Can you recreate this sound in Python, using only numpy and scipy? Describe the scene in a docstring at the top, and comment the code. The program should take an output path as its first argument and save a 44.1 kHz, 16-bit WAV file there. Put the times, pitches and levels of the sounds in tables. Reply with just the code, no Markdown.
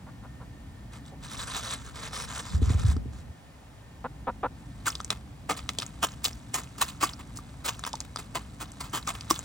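"""A dry grassy yard outdoors, with chickens foraging close to a two-port microphone.
A low distant rumble, thin whine and hiss of air (filtered noise) lie under faint early clucks and
quick rustling steps (bursts of tiny clicks). Low thumps then buffet the microphone, and three louder,
rattling clucks follow (pulses ringing a throat). Last come pecks and scratches: crunching strokes of
clicks, dull knocks of short dying modes, and sharp ticks of millisecond noise."""
import sys
import numpy as np
from scipy import signal
from scipy.fft import rfft, irfft
from scipy.io import wavfile
from scipy.ndimage import uniform_filter1d

SR = 44100
rng = np.random.default_rng(int(sys.argv[2]) if len(sys.argv) > 2 else 0)


def put_to_file(sound):
    """Save the sound as 16-bit audio at rate SR, in the file named by the first command-line argument."""
    columns = np.atleast_2d(sound).T  # one column per channel
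    safe = np.clip(columns, -1, 1)
    whole_steps = np.round(safe * 32767)
    wavfile.write(sys.argv[1], SR, whole_steps.astype(np.int16))


N = 416304
TIME = np.arange(N) / SR


def amp(db):
    """Decibels to gain."""
    return 10 ** (np.asarray(db) / 20)


def unit(x):
    """Scales to rms 1."""
    return x / np.sqrt(np.mean(x ** 2) + 1e-20)


def read(points, hz):
    """Values joined on a log-frequency axis."""
    f, value = np.transpose(points)
    return np.interp(np.log(hz + 1), np.log(f + 1), value)


def level(rows):
    """A dB curve over time as a gain, all but silent outside its span."""
    return amp(np.interp(TIME, *np.transpose(rows), left=-120, right=-120))


def add(mix, s, sound):
    """Adds a sound in place, starting at s seconds."""
    part = mix[..., max(round(s * SR), 0):][..., :sound.shape[-1]]
    part += sound[..., :part.shape[-1]]


def colour(x, points, size=4096):
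    """Causal minimum-phase filter of unit energy with the given spectrum."""
    gain_db = np.maximum(read(points, abs(np.fft.fftfreq(size, 1 / SR))), -100)
    log_gain = np.log(amp(gain_db))
    taps = np.fft.ifft(np.exp(np.conj(signal.hilbert(log_gain)))).real[:size // 2]
    return signal.fftconvolve(x, taps / np.linalg.norm(taps))[:len(x)]


def tilted(points, treble_db, corner_hz=2200):
    """The same spectrum with more or less treble."""
    return [(hz, db + treble_db * hz ** 2 / (hz ** 2 + corner_hz ** 2)) for hz, db in points]


def band(x, hz, width):
    """A resonance of gain 1 at its peak, its width in Hz."""
    return signal.lfilter(*signal.iirpeak(min(hz, SR / 2.2), hz / width, SR), x)


def ring(t, hz, t60):
    """One mode, dying by 60 dB in t60 seconds."""
    return np.sin(2 * np.pi * hz * t) * np.exp(-np.log(1000) * t / t60)


def grains(size, per_s, spread_db):
    """Tiny fractures of dry stalks: random clicks, a few much larger than the rest."""
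    height = amp(spread_db * np.minimum(rng.exponential(1, size), 4))
    return unit(height * rng.choice([-1, 1], size) * (rng.random(size) < per_s / SR))


def catches(size, depth_db, span_s):
    """Stalks catch and give way: a gain that jumps about."""
    wander = uniform_filter1d(rng.standard_normal(size), size=int(span_s * SR))
    return amp(depth_db * unit(wander))


# Phase between the microphone's two ports for near sounds.
# Each row: frequency in Hz, left lead in radians.
PORT_LEAD = [(700, .45), (1200, .17), (1700, .25), (2700, 1.3), (4400, 1.0), (5800, -.1), (8000, -1.9),
             (10000, -2.65), (15500, -4.3)]


def ports(x):
    """Sound reaches the two ports with a phase difference that varies with frequency."""
    turn = np.exp(.5j * read(PORT_LEAD, np.fft.rfftfreq(N, 1 / SR)))
    return irfft(rfft(x) * np.array([turn, turn.conj()]), N)


GUST_DB, GUST_S = -1, .05  # depth and length of the flurries


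def eddies(hz, width_hz):
    """Low turbulence at the ports, in short flurries."""
    gusts = amp(GUST_DB * unit(uniform_filter1d(rng.standard_normal(N), size=int(GUST_S * SR))))
    return unit(gusts * band(band(rng.standard_normal(N), hz, width_hz), hz, width_hz))


# Distant rumble, steady but for one lull. Each row: time in seconds, level in dB.
RUMBLE_LEVEL = [(0, -44.5), (3.2, -45), (3.4, -52), (3.8, -51), (4.15, -44), (9.44, -45)]
# Spectrum of the rumble. Each row: frequency in Hz, gain in dB.
RUMBLE_SPECTRUM = [(15, -42), (30, -22), (42, -7.5), (59, 5), (86, -4.5), (114, 0), (190, -7.5), (280, -8),
                   (320, -17.5), (500, -38), (1100, -81)]
# Spectrum of the hiss of open air. Each row: frequency in Hz, gain in dB.
AIR_SPECTRUM = [(200, -18), (350, -0.5), (800, 0.5), (1360, -6.5), (2100, -8.5), (3000, -11), (6000, -17.5),
                (9000, -13.5), (15500, -19.5)]
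# A faint far-off whine. Each row: time in seconds, level in dB.
WHINE_LEVEL = [(0, -73), (.6, -65.5), (5, -73)]
# Light wind at the microphone. Each row: time in seconds, level in dB.
BREEZE_LEVEL = [(1.1, -69), (1.25, -53), (3.0, -56), (3.9, -68)]
AIR_DB, WHINE_HZ = -57, 1815


def outdoors(rumble_side_db=-15, air_side_db=-4, whine_width=25):
    """Filtered noise for rumble, whine and air; a side part, with the breeze, is opposite at the ports."""
    rumble = [unit(colour(z, RUMBLE_SPECTRUM)) * level(RUMBLE_LEVEL) for z in rng.standard_normal((2, N))]
    air = [unit(colour(z, AIR_SPECTRUM)) * amp(AIR_DB) for z in rng.standard_normal((2, N))]
    whine = unit(band(rng.standard_normal(N), WHINE_HZ, whine_width)) * level(WHINE_LEVEL)
    breeze = level(BREEZE_LEVEL) * eddies(hz=80, width_hz=97)
    side = amp(rumble_side_db) * rumble[1] + amp(air_side_db) * air[1] + breeze
    return rumble[0] + whine + ports(air[0]) + np.array([side, -side])


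# Clucks, faint at first and nearer in level later. Each row: start in seconds, length in seconds,
# level in dB, pulse rate per second, throat pitch as a multiple.
CLUCK_CALLS = [(0.062, 0.043, -52, 260, 1.14), (0.226, 0.045, -51.5, 233, 1.08),
               (0.401, 0.041, -51.5, 240, 1.13), (1.113, 0.039, -49.5, 170, .6),
               (4.04, 0.028, -33, 240, 1.04), (4.268, 0.039, -29.5, 240, .99),
               (4.429, 0.039, -27.5, 286, 1.0)]
# Resonances of the throat. Each row: frequency in Hz before the multiple, level in dB, t60 in seconds.
THROAT_MODES = [(220, -9, 0.038), (493, -1.5, 0.021), (820, 7.5, 0.0088), (1017, 5, 0.013),
                (1340, -2.5, 0.023), (1860, -8.5, 0.0074), (2530, -14, 0.0087), (3850, -14.5, 0.0044)]


def clucks(shut=0.92, opened=1.05, slowing=.3, top_hz=3300, onset_s=0.007, release_s=0.018):
    """Uneven, slowing pulses ring the throat, whose resonances waver and rise as the beak opens."""
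    out, t = np.zeros(N), np.arange(SR // 50) / SR
    jitter, shimmer_db, flutter = .12, 1.6, .03  # unevenness of timing, strength and pitch
    lowpass = signal.butter(3, top_hz, fs=SR, output="sos")
    for s, length, db, rate, throat in CLUCK_CALLS:
        voice, age = np.zeros(SR // 8), .5 / rate
        for gap, strength, *wobble in rng.standard_normal((24, 2 + len(THROAT_MODES))):
            if age < length:
                share = age / length
                opening = shut + (opened - shut) * share
                mouth = throat * opening * (1 + flutter * np.array(wobble))
                pulse = sum((-1) ** k * amp(d) * ring(t, hz * mouth[k], t60)
                            for k, (hz, d, t60) in enumerate(THROAT_MODES))
                effort = np.sqrt(min(age / onset_s, 1, (length - age) / release_s))
                add(voice, age, amp(shimmer_db * strength) * effort * pulse)
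                age += np.exp(jitter * gap + slowing * (share - .5)) / rate
        voice = signal.sosfilt(lowpass, voice)
        add(out, s, amp(db) * voice * np.sqrt(length * SR) / np.linalg.norm(voice))
    return out


PORT_COLOUR_DB = -0.17  # each clump sounds a little different at the two ports


def clump(points, db, envelope, drive, patchy_db):
    """Each clump of grass rings differently, also toward each port: random bumps on a common spectrum."""
    hz = np.geomspace(80, 16000, 40)
    common = read(points, hz) + patchy_db * rng.standard_normal(len(hz))
    apart = PORT_COLOUR_DB * np.minimum(hz / 3000, 1) * rng.standard_normal(len(hz))
    sides = (common + apart, common - apart)
    sound = np.array([colour(drive, np.column_stack([hz, port])) for port in sides])
    return amp(db) * sound * np.linalg.norm(envelope) * np.sqrt(2) / np.linalg.norm(sound)


# Pitches in Hz at which stiff stalks snap.
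STALK_PITCHES_HZ = (1120, 3640, 3760, 3940, 5900)


def snaps(per_s=22, width_hz=480):
    """Stiff stalks break singly: sparse clicks ring a few fixed pitches."""
    return unit(sum(band(grains(N, per_s, 2.1), hz, width_hz) for hz in STALK_PITCHES_HZ))


def crackle(per_s=70, hz=1200, width_hz=450):
    """Thick stems give way with soft, hollow pops."""
    return unit(band(grains(N, per_s, 1.4), hz, width_hz))


def splinters(per_s, low_hz=2600, high_hz=8500, width_hz=1100, count=9):
    """Fine blades break one by one in several narrow bands, so the colour keeps shifting."""
    centres = np.geomspace(low_hz, high_hz, count)
    return unit(sum(band(band(grains(N, per_s, 5.5), hz, width_hz), hz, width_hz) for hz in centres))


# Runs of quick steps through the grass. Each row: start in seconds, length in seconds,
# mid-run level in dB, treble tilt in dB.
STEP_RUNS = [(0.932, 0.038, -51.5, -7), (1.062, 0.024, -58.5, 7), (1.244, 0.0061, -44, 1.5),
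             (1.304, 0.13, -42.5, 3.5), (1.478, .11, -38, -1), (1.634, 0.11, -38, 2),
             (1.784, 0.11, -50, -5), (1.957, 0.12, -43, -4.5), (2.135, 0.1, -38.5, 0),
             (2.292, .11, -40.5, -2.5), (2.456, 0.099, -46, 0.5), (2.625, 0.115, -44, -5.5),
             (2.785, .13, -44, -2.5), (3.134, 0.07, -58, -3)]
# pace, share of each step spent dragging, gain from step to step
STEPS_PER_S, STEP_CONTACT, STEP_GROWTH_DB = 14, 0.63, 3.5


def footfalls():
    """Splits each run into steps at the birds' pace, each a little harder than the last."""
    for start, length, db, treble_db in STEP_RUNS:
        count = max(round(length * STEPS_PER_S), 1)
        period = length / (count - 1 + STEP_CONTACT)
        for k in range(count):
            step_db = db + STEP_GROWTH_DB * (k - (count - 1) / 2)
            yield start + k * period, STEP_CONTACT * period, step_db, treble_db


# Spectrum of brushed grass. 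Each row: frequency in Hz, gain in dB.
BRUSHED_GRASS = [(240, -51), (400, -6), (750, -8.5), (1160, -3.5), (1600, -6), (2800, -10.5), (3750, -9),
                 (5800, -11.5), (8500, -1.5), (11000, -15), (15500, -19.5)]
SNAP_FADE_S = 0.12  # the stiff stalks break as the foot first lands


def steps(rise_s=0.012, fall_s=0.02, snap_db=-4, crackle_db=-5.5, splinter_db=-11.5):
    """A foot lands, breaks a few stalks, and drags through the blades, catching and slipping."""
    lead, patchy_db, slip_db = .04, 2.8, 2.8  # lead in seconds: room for the rise
    out, pressure, landing = np.zeros((2, N)), np.zeros(N), np.zeros(N)
    t = np.arange(SR // 4) / SR - lead
    for s, length, db, treble_db in footfalls():
        stroke = np.exp(np.minimum(t, 0) / rise_s - np.maximum(t - length, 0) / fall_s)
        drag = stroke * catches(len(t), slip_db, .005) * grains(len(t), 7000, 2.9)
        add(out, s - lead, clump(tilted(BRUSHED_GRASS, treble_db), db, stroke, drag, patchy_db))
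        add(pressure, s - lead, amp(db) * stroke)
        add(landing, s - lead, amp(db + treble_db) * stroke * np.exp(-abs(t) / SNAP_FADE_S))
    broken = landing * amp(snap_db) * snaps(per_s=52)
    pressed = amp(crackle_db) * crackle(per_s=300) + amp(splinter_db) * splinters(per_s=60)
    return out + broken + pressure * pressed


# Soft blows on the microphone, before its band limit. Each row: start in seconds, level in dB,
# edge level relative to the blow in dB, pitch in Hz.
MICROPHONE_BLOWS = [(2.543, -17, -21, 68.4), (2.618, -13.5, -6, 73), (2.672, -18.5, -29, 85),
                    (2.700, -17.5, -5, 108), (2.745, -13, -19, 82), (2.843, -12.5, -40, 100.5),
                    (2.884, -12.5, -46, 73), (2.965, -25, 1, 85.6), (3.056, -32.5, 2.5, 112),
                    (3.077, -29, -10, 70.6), (3.185, -36, -14, 85.4), (3.29, -36, -10, 84)]
# Spectrum of the buffeting, before the same band limit. 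Each row: frequency in Hz, gain in dB.
BUFFET_SPECTRUM = [(20, -25), (45, 9), (75, 10.5), (120, -1), (200, -3), (350, -28)]
# the buffeting swells, holds and dies away
BUFFET_START_S, BUFFET_RISE_S, BUFFET_HOLD_S = 2.492, 0.059, 0.38
BUFFET_DB, BUFFET_FALL_DB_PER_S = -30.5, 78


def thumps(swell_s=0.0076, edge_hz=255, edge_t60=0.047, knock_hz=450, knock_db=-12, eddy_db=-5):
    """Low noise buffets the ports unevenly; distinct blows are swelling low tones with a ringing edge."""
    age, t = TIME - BUFFET_START_S, np.arange(SR // 6) / SR
    dying_s = np.maximum(age - BUFFET_RISE_S - BUFFET_HOLD_S, 0)
    buffet = np.clip(age / BUFFET_RISE_S, 0, 1) * amp(BUFFET_DB - BUFFET_FALL_DB_PER_S * dying_s)
    out = buffet * unit(colour(rng.standard_normal(N), BUFFET_SPECTRUM))
    for s, db, edge_db, hz in MICROPHONE_BLOWS:
        push = t / swell_s * np.exp(1 - t / swell_s) * np.sin(2 * np.pi * hz * t)
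        edge = ring(t, edge_hz, edge_t60) - amp(knock_db) * ring(t, knock_hz, edge_t60)
        add(out, s, amp(db) * (push + amp(edge_db) * edge))
    swirl = amp(eddy_db) * buffet * eddies(hz=114, width_hz=130)
    bandpass = signal.butter(3, [42, 780], "bandpass", fs=SR, output="sos")
    return signal.sosfilt(bandpass, [out + swirl, out - swirl])


def tick(hz, body_db, snap_s=0.001, split_s=0.00053, ring_width=3400, wide_db=-5,
         body_hz=1250, body_t60=0.012, tick_db=3):
    """A millisecond crack, bright in a band of its own, with a short hollow body."""
    t = np.arange(SR // 25) / SR
    crack = rng.standard_normal(len(t)) * (1 - np.exp(-t / split_s)) * np.exp(-t / snap_s)
    bright = unit(band(band(crack, hz, ring_width), hz, ring_width))
    bright += amp(wide_db) * unit(colour(crack, BRUSHED_GRASS))
    return amp(tick_db) * (bright / abs(bright).max() + amp(body_db) * ring(t, body_hz, body_t60))


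# Beak ticks and snapping stalks. Each row: start in seconds, relative level in dB, bright band in Hz,
# hollow body relative to the crack in dB.
TICK_STRIKES = [(2.966, -39.5, 5100, 2.5), (4.953, -21.5, 4400, -27), (5.003, -30, 4470, 4.5),
                (5.011, -34, 7000, -10), (5.046, -23.5, 6750, -43), (5.104, -13, 4070, -11.5),
                (5.578, -49, 7040, -8), (5.592, -31.5, 3400, -6), (5.691, -14, 3180, -16),
                (5.786, -15.5, 4500, -35), (5.8, -23, 4100, -25), (5.821, -24, 2760, -8),
                (5.829, -27, 3440, -4), (5.864, -31, 7260, -23), (6.252, -12.5, 4400, -30),
                (6.258, -17, 3850, -30), (6.542, -17, 7200, -25), (7.372, -29.5, 6000, -21),
                (7.686, -30, 6660, -38), (7.793, -27.5, 7800, -12), (7.838, -23.5, 2710, -7),
                (7.85, -25, 3000, -4.5), (7.931, -23.5, 4350, -38), (7.954, -30, 4800, -24),
                (8.004, -18.5, 5900, -43), (8.16, -23.5, 5000, -2), (8.171, -30.5, 4180, -3),
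                (8.718, -36, 7540, -28), (9.075, -23.5, 6400, -32), (9.209, -28.5, 4260, -30),
                (9.309, -13.5, 5740, -34), (9.36, -31, 3900, -25), (9.391, -21.5, 7600, -11.5)]
# Spectrum of crunched grass, for grit and pecks. Each row: frequency in Hz, gain in dB.
CRUNCHED_GRASS = [(80, -51), (160, -12.5), (310, -3), (480, -7.5), (740, -5), (1200, -6), (1700, -10.5),
                  (2200, -7.5), (4200, -12.5), (6000, -15.5), (8500, -9), (11000, -16), (15000, -16.5)]
REBOUND_S, REBOUND_DB = 0.011, -24  # the delay is drawn around this
GRIT_DB, GRIT_S = -28, 0.043  # the jolted grass crackles on after a tick


def ticks():
    """Each sharp tick is followed by a weaker rebound and a little grit."""
    out, t = np.zeros(N), np.arange(SR // 8) / SR
    for s, db, hz, body_db in TICK_STRIKES:
        add(out, s, amp(db) * tick(hz, body_db))
        add(out, s + REBOUND_S * rng.uniform(0.89, 1.8), amp(db + REBOUND_DB) * tick(hz, body_db))
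        grit = colour(np.exp(-t / GRIT_S) * grains(len(t), 1200, 9.6), CRUNCHED_GRASS)
        add(out, s, amp(db + GRIT_DB) * grit)
    return out


# Grass stirring around the pecks. Each row: time in seconds, level of the brushed layer in dB.
STIR_LEVEL = [(4.55, -68.5), (4.9, -60.5), (5.3, -73), (5.65, -60.5), (7.5, -61.5), (7.9, -60.5),
              (8.3, -63), (9.44, -53.5)]


def rustle(snap_db=-7, crackle_db=-4):
    """The birds shift their weight: brushed-grass clicks, soft hollow crackles and the odd snap."""
    brushed = colour(grains(N, 5300, spread_db=7.5), BRUSHED_GRASS)
    return level(STIR_LEVEL) * (brushed + amp(snap_db) * snaps() + amp(crackle_db) * crackle())


# Pecks and scratches in the grass. Each row: start in seconds, length in seconds, level in dB,
# treble tilt in dB.
PECK_STROKES = [(4.861, .0038, -32.5, 9), (4.867, 0.019, -26, 10), (5.116, 0.0089, -36.5, -5),
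                (5.498, 0.011, -23, -5), (5.57, 0.011, -38, 14), (5.811, .01, -42, 14),
                (6.029, 0.013, -22, 7), (6.245, 0.0043, -23, 25.5), (6.543, 0.017, -26.5, 10.5),
                (6.577, 0.019, -35.5, 6), (6.783, 0.042, -40, 10), (6.813, 0.012, -21, 14.5),
                (6.884, 0.0095, -37, 17), (7.012, 0.0069, -30, 8), (7.029, 0.012, -22.5, 11),
                (7.194, 0.011, -44, 2), (7.361, .023, -44, 29), (7.65, 0.016, -28.5, 9.5),
                (7.682, 0.0069, -25, 8), (7.864, 0.011, -31.5, 4.5), (8.189, 0.0036, -35, 4),
                (8.352, 0.0079, -27.5, 1), (8.606, 0.022, -35, 1.5), (8.807, 0.0092, -33.5, 7),
                (8.834, 0.033, -45, 5), (8.933, 0.049, -31, 7), (9.074, 0.032, -31, 6.5),
                (9.148, 0.0048, -39, 4), (9.304, 0.0028, -19, 16.5)]
# each clump has one hollow resonance, its pitch drawn around this
HOLLOW_HZ, HOLLOW_SPREAD_HZ, HOLLOW_DB, HOLLOW_WIDTH_HZ = 1146, 56, 10, 230
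SETTLE_DB, SETTLE_S = -15, 0.04  # loose stalks fall back after every stroke


def pecks(lead=0.033, rise_s=0.0032, fall_s=0.0089):
    """Each stroke crushes a clump of stalks, which then crackle back into place in little spurts."""
    out, t = np.zeros((2, N)), np.arange(SR // 4) / SR - lead
    patchy_db, crush_db, spurt_db = 2.4, 1.6, 4.5
    for s, length, db, treble_db in PECK_STROKES:
        hollow_hz = HOLLOW_HZ + HOLLOW_SPREAD_HZ * rng.standard_normal()
        stroke = np.exp(np.minimum(t, 0) / rise_s - np.maximum(t - length, 0) / fall_s)
        settle = amp(SETTLE_DB) * (t > length) * np.exp(-abs(t - length) / SETTLE_S)
        crush = stroke * catches(len(t), crush_db, 0.0024) * grains(len(t), 10000, 5.7)
        crush += settle * catches(len(t), spurt_db, 0.0057) * grains(len(t), 4000, 1.7)
        crush += (amp(HOLLOW_DB) - 1) * band(crush, hollow_hz, HOLLOW_WIDTH_HZ)
        add(out, s - lead, clump(tilted(CRUNCHED_GRASS, treble_db), db, stroke, crush, patchy_db))
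    return out


CRUMBS_DB, CRUMBS_S, CRUMB_POPS_DB = -22, 0.055, -4  # level below the peck, decay, pops against ticks


def crumbs():
    """Crumbs of dry thatch trickle back after every peck, as fine ticks and hollow pops."""
    falling = np.zeros(N)
    for s, length, db, _ in PECK_STROKES:
        add(falling, s + length, amp(db + CRUMBS_DB) * np.exp(-TIME[:SR] / CRUMBS_S))
    return falling * (splinters(per_s=12) + amp(CRUMB_POPS_DB) * crackle(per_s=130))


# A beak or claw strikes something firm. Each row: start in seconds, level in dB,
# dull thud relative to that in dB, reference pitch in Hz.
FIRM_STRIKES = [(4.873, -16.5, -45, 1480), (4.88, -18, -32, 1355), (6.034, -15, -19, 1260),
                (6.821, -13, -25, 1100), (7.031, -13, -9.5, 1110), (7.038, -11.5, -17, 1130),
                (7.388, -32.5, -13, 1184), (7.939, -21.5, -27, 897), (8.359, -20, -13.5, 1014),
                (8.613, -35, -22, 1170), (8.935, -27, -4, 1170), (9.077, -18.5, -26, 1200),
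                (9.309, -9, -7.5, 1097)]
# Hollow modes of a knock. Each row: multiple of the reference pitch, relative level in dB, t60 in seconds.
HOLLOW_MODES = [(0.79, -7, 0.012), (0.999, 3, 0.021)]


def knocks(thud_hz=325, thud_t60=0.056, contact_s=0.00073):
    """A firm strike rings two short, hollow modes over a dull thud."""
    out, t = np.zeros(N), np.arange(SR // 8) / SR
    onset = 1 - np.exp(-t / contact_s)
    for s, db, thud_db, hz in FIRM_STRIKES:
        hollow = sum(amp(d) * ring(t, ratio * hz, t60) for ratio, d, t60 in HOLLOW_MODES)
        thud = amp(thud_db) * ring(t, thud_hz, thud_t60)
        add(out, s, amp(db) * onset * (hollow + thud))
    return out


def yard(x, t60, wet_db, dull_hz=8500):
    """Weak, short scatter from the ground and things nearby: decaying noise, dulled, at each port."""
    t = np.arange(SR // 3) / SR
    tail = rng.standard_normal((2, len(t))) * np.exp(-np.log(1000) * t / t60) * (t > .002)
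    lowpass = signal.butter(6, min(dull_hz, SR / 3), fs=SR, output="sos")
    tail = signal.sosfilt(lowpass, tail / np.linalg.norm(tail[0]))
    return amp(wet_db) * signal.fftconvolve(x[None], tail, axes=1)[:, :N]


def lean(left_db):
    """Left and right gains for a level difference."""
    return amp(np.vstack([left_db, -left_db]) / 2)


# Balance of grass and knocks, all but central. Each row: time in seconds, left minus right in dB.
GRASS_BALANCE = [(6.3, -0.1), (9, 0)]
TICK_LEFT_DB = 2  # the ticks lie a little to the left


def scene():
    """Places every source at the two ports, with its scatter."""
    grass = pecks() + crumbs() + steps() + rustle()
    blows, cracks, voice = knocks(), ticks(), clucks()
    scatter = yard(grass.mean(0) + cracks, t60=0.014, wet_db=-11)
    scatter += yard(blows + cracks, t60=0.14, wet_db=-19.0)
    voice = voice + yard(voice, t60=0.04, wet_db=-14)[0]
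    place = lean(np.interp(TIME, *np.transpose(GRASS_BALANCE)))
    near = place * ports(grass + blows) + ports(voice) + lean(TICK_LEFT_DB) * ports(cracks)
    return near + scatter + thumps() + outdoors()


EDGE_HZ = 16200


def record(dry):
    """The recorder's band limit: a steep lowpass."""
    lowpass = signal.firwin(401, EDGE_HZ, window=("kaiser", 9), fs=SR)
    return signal.oaconvolve(dry, lowpass[None], "same")


dry = scene()
out = record(dry)
put_to_file(out)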